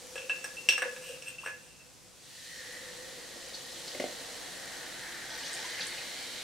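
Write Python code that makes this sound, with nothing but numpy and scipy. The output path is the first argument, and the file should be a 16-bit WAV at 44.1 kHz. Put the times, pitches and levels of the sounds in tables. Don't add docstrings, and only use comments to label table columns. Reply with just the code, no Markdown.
import sys
import numpy as np
from scipy import signal
from scipy.fft import rfft, irfft, next_fast_len
from scipy.io import wavfile
from scipy.ndimage import uniform_filter1d

SR = 44100
rng = np.random.default_rng(int(sys.argv[2]) if len(sys.argv) > 2 else 0)


def waveform_to_disk(signal):
    frames = np.transpose(np.atleast_2d(signal))
    scaled = np.clip(frames, -1, 1) * 32767
    samples = np.round(scaled).astype(np.int16)
    wavfile.write(sys.argv[1], SR, samples)


N = 283563

# (frequency [Hz], level [dB], t60 [s])
JAR_MODES = [(522, 3, 0.095), (1616, -3.5, 0.071), (1702, -2, 0.18), (2490, -9.5, 0.048),
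             (2580, -30, 0.052), (2670, -8, 0.12), (2725, -3.5, 0.041), (5350, -7, 0.061), (5646, 3, 0.03),
             (5772, -4.5, 0.11), (8287, 0.5, 0.024), (8270, -9, 0.12)]


def amp(db):
    return 10 ** (np.asarray(db) / 20)


def unit(x):
    return x / np.sqrt(np.mean(x ** 2) + 1e-20)


def along(points, hz):
    f, v = np.transpose(points)
    return np.interp(np.log(hz + 1), np.log(f + 1), v)


def filtered(x, response):
    n = x.shape[-1]
    m = next_fast_len(n + 8192)
    return irfft(rfft(x, m) * response(np.fft.rfftfreq(m, 1 / SR)), m)[..., :n]


def coloured(x, spectrum):
    return unit(filtered(x, lambda hz: amp(along(spectrum, hz))))


def low_cut(x, hz):
    return signal.sosfilt(signal.butter(2, hz, "high", fs=SR, output="sos"), x)


def resonance(hz, centre, width):
    return 1j * hz * width / (centre ** 2 - hz ** 2 + 1j * hz * width)


def spread(pair, likeness):
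    turn = lambda hz: np.arccos(np.clip(along(likeness, hz), -1, 1)) / 2
    mid, side = filtered(pair, lambda hz: np.array([np.cos(turn(hz)), np.sin(turn(hz))]))
    return unit(np.array([mid + side, mid - side]))


def add(track, s, sound):
    start = max(round(s * SR), 0)
    track[start:start + len(sound)] += sound[:N - start]


def swell(s, db, half):
    return amp(db) * np.exp(-((np.arange(N) / SR - s) / half) ** 2)


def ticks(rate, spread_db):
    hit = rng.random(N) < rate / SR
    return unit(hit * rng.standard_normal(N) * amp(spread_db * np.clip(rng.standard_normal(N), -2, 2)))


def ring(modes, force_db, t, jitter_hz):
    hz, db, t60 = np.transpose(modes)[:, :, None]
    noise = rng.standard_normal((len(hz), len(t)))
    drift = unit(uniform_filter1d(noise, size=200, axis=1)) * jitter_hz * np.sqrt(hz / hz.mean())
    phase = rng.uniform(0, 2 * np.pi, hz.shape) + 2 * np.pi * np.cumsum(hz + drift, axis=1) / SR
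    return np.sum(amp(db + force_db(hz) - 60 * t / t60) * np.sin(phase), axis=0)


def room_tone(level_db=-61):
    spectrum = [(20, -33), (38, -47), (52, 12.5), (75, 4), (140, 10.5), (250, 3.5), (500, -1.5), (1000, -3),
                (3000, -17), (7000, -6.5), (16000, -31.5)]
    likeness = [(50, 0.09), (130, 0.089), (400, 0.067), (4000, 0.15)]
    return amp(level_db) * coloured(spread(rng.standard_normal((2, N)), likeness), spectrum)


def room(x):
    decay = [(150, 0.1), (600, 0.25), (2500, 0.4), (8000, 0.28), (16000, 0.096)]
    likeness = [(130, 0.17), (400, 0.7), (2000, 0.55), (8000, 0.042)]
    hz, t, z = signal.stft(spread(rng.standard_normal((2, SR // 2)), likeness), SR, nperseg=256)
    tail = signal.istft(z * amp(-60 * t / along(decay, hz)[:, None]), SR, nperseg=256)[1]
    tail = np.pad(tail / np.linalg.norm(tail[0]), ((0, 0), (SR // 250, 0)))
    return signal.fftconvolve(x[None], tail, axes=1)[:, :N]


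def drag(table_hz=148, width_hz=55):
    stroke = (1.33, -66, .33)
    drone = filtered(rng.standard_normal(N), lambda hz: resonance(hz, table_hz, width_hz) ** 2)
    return swell(*stroke) * unit(drone)


def swirling(slow_at_s=0.99, fade_db_per_s=11, settle_s=0.74):
    return amp(-fade_db_per_s * np.clip(np.arange(N) / SR - slow_at_s, 0, settle_s))


def swirl(hum_db=-58, slosh_db=-6, air_hz=510, width_hz=42, attack=0.0015, t60=0.43):
    sloshes = [(0.0, -52), (0.156, -33), (0.854, -35), (1.093, -39), (1.45, -46.5)]
    level, t = amp(hum_db) * swirling() ** 2, np.arange(SR) / SR
    for s, db in sloshes:
        add(level, s, amp(db + slosh_db - 60 * t / t60) * (1 - np.exp(-t / attack)))
    note = filtered(ticks(rate=2800, spread_db=5.5), lambda hz: resonance(hz, air_hz, width_hz) ** 2)
    return level * unit(note)


def crackle(rate, spread_db):
    likeness = [(130, 0.084), (400, 0.71), (1000, 0.54), (2000, 0.9), (4000, 0.81), (8000, 0.57),
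                (13000, 0.29)]
    return spread(np.array([ticks(rate, spread_db), ticks(rate, spread_db)]), likeness)


def air_column(centre_hz, width_hz):
    hz, t, z = signal.stft(crackle(rate=7000, spread_db=1.5), SR, nperseg=2048)
    centre = np.interp(t, np.arange(N) / SR, centre_hz)
    gain = np.abs(resonance(hz[:, None], centre, width_hz)) ** 2
    return unit(signal.istft(z * gain, SR, nperseg=2048)[1][:, :N])


def bottle_note(age, depth, empty_hz=510, rise_hz=279, climb_s=1.07, width_hz=75, foam_damping=4,
                note_db=-1.5, muffle_db=-1.5, fade_db_per_s=2.0):
    foam = depth * (1 - np.exp(-(age / climb_s) ** 2))
    note = air_column(empty_hz + rise_hz * foam, width_hz * (1 + foam_damping * depth))
    return amp(note_db + muffle_db * foam - fade_db_per_s * age) * note


def hollow(age, entry, ripening, depth, centre_hz, hollow_db=-1.5, width_hz=300, foam_damping=1.5):
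    growth = 1 - np.exp(-(age / (0.48 * ripening)) ** 2)
    wave = swell(entry + ripening, db=1.5, half=0.3 * ripening)
    note = air_column(centre_hz, width_hz * (1 + foam_damping * depth))
    return amp(hollow_db) * (growth + wave) * note


def hiss(power, coarse_power, hiss_db=3.0, body_db=-1, split_hz=1700):
    spectrum = [(100, -2.5), (260, 5), (700, 2.5), (1050, -1.5), (2000, -1.5), (3200, -3), (5800, 0),
                (8000, -1.5), (10000, -5), (13000, -12), (16000, -19)]
    noise = coloured(crackle(rate=24000, spread_db=2.0), spectrum)
    body = filtered(noise, lambda hz: 1 / (1 + (hz / split_hz) ** 4))
    return amp(hiss_db) * (np.sqrt(power) * (noise - body) + amp(body_db) * np.sqrt(coarse_power) * body)


def fizz(swirled_db=-52, swirled_coarse=0.56, upper_db=-1.5, thinning=0.9, coarsen_s=0.68):
    # (fizz comes in [s], fade-in [s], level [dB], fade [dB/s, negative grows],
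    # foam depth [0-1], ripening [s], second air resonance [Hz], its glide [Hz/s], its level [dB],
    # brightness [dB])
    jars = [(2.02, 0.55, -51, 1, 0, 0.68, 1845, 18, -3, -0.5),
            (3.25, 0.77, -50.5, 0.78, 0.9, 2.1, 1762, 0, -0.5, 0),
            (5.17, 0.4, -52.5, -1, .3, 0.59, 1800, 337, 0, 5.5)]
    upper_air = [(3060, 530, 4), (4124, 1100, 8.5)]
    out, upper_power = np.zeros((2, N)), np.zeros(N)
    power = (amp(swirled_db) * swirling()) ** 2
    coarse_power = swirled_coarse * power
    for entry, fade_in, db, fade, depth, ripening, second_hz, glide, second_db, bright_db in jars:
        age = np.maximum(np.arange(N) / SR - entry, 0)
        level = amp(db - fade * age) * np.sin(np.pi / 2 * np.minimum(age / fade_in, 1)) ** 2
        coarse_share = 1 - np.exp(-(age / coarsen_s) ** 4)
        coarse = level * coarse_share * amp(-thinning * bright_db)
        out += coarse * bottle_note(age, depth)
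        out += level * amp(second_db) * hollow(age, entry, ripening, depth, second_hz + glide * age)
        power += level ** 2
        coarse_power += coarse ** 2
        upper_power += (level * amp(bright_db)) ** 2
    overtones = lambda f: sum(amp(db) * np.abs(resonance(f, hz, bw)) ** 2 for hz, bw, db in upper_air)
    upper = unit(filtered(crackle(rate=12000, spread_db=1.5), overtones))
    out += amp(upper_db) * np.sqrt(upper_power) * upper
    return out + hiss(power, coarse_power)


def bubble(pitch_hz, rise_hz_per_s, cycles):
    t = np.arange(SR // 20) / SR
    periods = t * pitch_hz
    tone = np.sin(2 * np.pi * (periods + rise_hz_per_s * t ** 2 / 2))
    return tone * np.exp(-periods / cycles) * (1 - np.exp(-periods))


def spatter(level_db, pitch_hz, detune, cycles, count):
    streams = [(3.402, 3.953, -44.5), (5.299, 5.961, -37.5)]
    out = np.zeros(N)
    for start, end, db in streams:
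        for s, (size, strength) in zip(rng.uniform(start, end, count), rng.standard_normal((count, 2))):
            ping = bubble(pitch_hz * np.exp(detune * size), 0, cycles)
            add(out, s, amp(db + level_db + 2.3 * strength) * ping)
    return out


def pours():
    sputter = spatter(level_db=-2, pitch_hz=5110, detune=0.31, cycles=9.5, count=170)
    gurgle = spatter(level_db=-9.5, pitch_hz=687, detune=0.348, cycles=5.2, count=50)
    return sputter + gurgle


def splashes(splash_db=1, spray_db=-7, scatter_s=0.0091, detune=0.188, cycles=10.3, rise=10000, count=14):
    drops = [(3.544, -32.5, 4370), (3.878, -35, 4580), (5.46, -36, 5540), (5.532, -31, 8400),
             (5.779, -34.5, 1930), (5.807, -27, 4490), (5.83, -35, 4500), (5.867, -31.5, 8650),
             (5.979, -39.5, 2880)]
    plops = [(1.434, -38, 880, 56000), (5.646, -37.5, 950, 4970)]
    out = np.zeros(N)
    for s, db, pitch in drops:
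        add(out, s, amp(db + splash_db) * bubble(pitch, rise, cycles))
        for delay, size, strength in rng.standard_normal((count, 3)):
            spray = bubble(pitch * np.exp(detune * size), rise, cycles)
            add(out, s + abs(delay) * scatter_s, amp(db + splash_db + spray_db + 2 * strength) * spray)
    for s, db, pitch, climb in plops:
        add(out, s, amp(db) * bubble(pitch, climb, cycles=8.5))
    return out


def thuds(thud_db=-4, tick_db=-6, tick_t60=0.049, attack=0.0013, rebound_s=0.021, loss_db=10):
    landings = [(3.356, -39, -7), (3.948, -31.5, 0), (3.9987, -20.5, 0), (4.04, -22, -12.5)]
    modes = [(278, -1.5, 0.032), (372, -5.5, 0.063), (508, -4.5, 0.037), (594, 2.5, 0.036),
             (730, -5.5, 0.033), (2110, 5, 0.014)]
    tap = [(100, 7), (500, -14), (2200, -2), (5000, -7), (16000, -27)]
    out, t = np.zeros(N), np.arange(SR // 2) / SR
    blows = [(s + k * rebound_s, db - k * loss_db, hard) for s, db, hard in landings for k in range(2)]
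    for s, db, hardness in blows:
        board = ring(modes, lambda hz: along([(800, 0), (2000, hardness)], hz), t, jitter_hz=11.0)
        tick = amp(tick_db + hardness - 60 * t / tick_t60) * coloured(rng.standard_normal(len(t)), tap)
        add(out, s, amp(db + thud_db) * (board + tick) * (1 - np.exp(-t / attack)))
    return low_cut(out, hz=169)


def slide(slide_db=4, damping_hz=45, grit=0.1):
    scrapes = [(1.07, -48.5, 0.048), (1.138, -57.5, 0.027), (1.284, -50, 0.03), (1.454, -51.5, 0.041),
               (1.675, -65, 0.11)]
    rub = [(510, -17), (1700, 1), (2700, 12), (5700, -7), (8300, 2), (13000, 0.5), (16000, -6)]
    wall = lambda f: grit + sum(amp(db) * resonance(f, hz, damping_hz + np.log(1000) / (np.pi * t60))
                                for hz, db, t60 in JAR_MODES)
    pressure = amp(slide_db) * sum(swell(*scrape) for scrape in scrapes)
    slips = filtered(ticks(rate=2600, spread_db=2.5), wall)
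    return pressure * coloured(low_cut(slips, hz=220), rub)


def squeaks(pitch_hz=2686, waver_hz=40, rough=0.063, attack=0.00037, t60=0.045):
    catches = [(0.2953, -29.5, 0.028), (0.5685, -38.5, 0.027), (1.262, -41.5, 0.023),
               (1.384, -37.5, 0.0074), (1.795, -56, 0.026)]
    out, t = np.zeros(N), np.arange(SR // 5) / SR
    for s, db, length in catches:
        noise = rng.standard_normal((2, len(t)))
        drift, grip = unit(filtered(noise, lambda hz: 1 / (1 + (hz / 200) ** 2)))
        tone = np.sin(2 * np.pi * np.cumsum(pitch_hz + waver_hz * drift) / SR) * (1 + rough * grip)
        held = (1 - np.exp(-t / attack)) * amp(-60 * np.maximum(t - length, 0) / t60)
        add(out, s, amp(db) * held * tone)
    return out


def clinks(crack_db=-1, crack_t60=0.11, attack=0.00015):
    # (time [s], strength [dB], height [0 base - 1 rim], hardness [dB])
    blows = [(0.1552, -31.5, .38, -1.5), (0.179, -29.5, 0.73, -5), (0.2192, -37, 0.88, -9),
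             (0.2963, -25.5, 0.42, -6), (0.4421, -34.5, .1, 10), (0.6878, -10.5, 1, 3.5),
             (0.7233, -22.5, 0.68, 3), (0.7792, -29, 0.17, 3), (0.8201, -25.5, .02, -3.5),
             (0.963, -43, 0.13, 2), (1.2227, -38.5, 0.71, 4), (1.461, -35, .03, -3),
             (1.4736, -36, 0.028, -4)]
    # (frequency [Hz], at the base [dB], at the rim [dB])
    coupling = [(500, -10.5, -32.5), (1750, 2.5, -23), (2670, -1, 0), (5700, -14, -14), (8300, -6.5, -15)]
    crack_colour = [(40, -42), (150, -30), (350, 11), (750, 11), (1200, 8), (1700, 5), (2700, 0), (3800, 0),
                    (5700, -5), (8300, -1.5), (10000, -11), (16000, -15)]
    treble_ramp = (2770, 5700)
    out, t = np.zeros(N), np.arange(SR // 2) / SR
    bands, base, rim = np.transpose(coupling)
    for s, db, height, hardness in blows:
        drive = np.transpose([bands, base + height * (rim - base)])
        force = lambda hz: db + along(drive, hz) + hardness * np.interp(hz, treble_ramp, [0, 1])
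        tone = ring(JAR_MODES, force, t, jitter_hz=31.5)
        chatter = filtered(rng.standard_normal(len(t)),
                           lambda hz: amp(force(hz) + along(crack_colour, hz)))
        crack = amp(crack_db - 60 * t / crack_t60) * chatter
        add(out, s, (tone + crack) * (1 - np.exp(-t / attack)))
    return low_cut(out, hz=230)


def scene(room_db=-5, fizz_room_db=-7, pan_db=0.3):
    near = clinks() + squeaks() + slide() + drag() + swirl() + splashes() + pours() + thuds()
    foam = fizz()
    hum = room_tone()
    echo = room(amp(room_db) * near + amp(fizz_room_db) * foam.mean(axis=0))
    return near * amp([[pan_db], [-pan_db]]) + foam + echo + hum


def record(dry, top_hz=15800):
    return filtered(dry, lambda hz: hz < top_hz)


dry = scene()
out = record(dry)
waveform_to_disk(out)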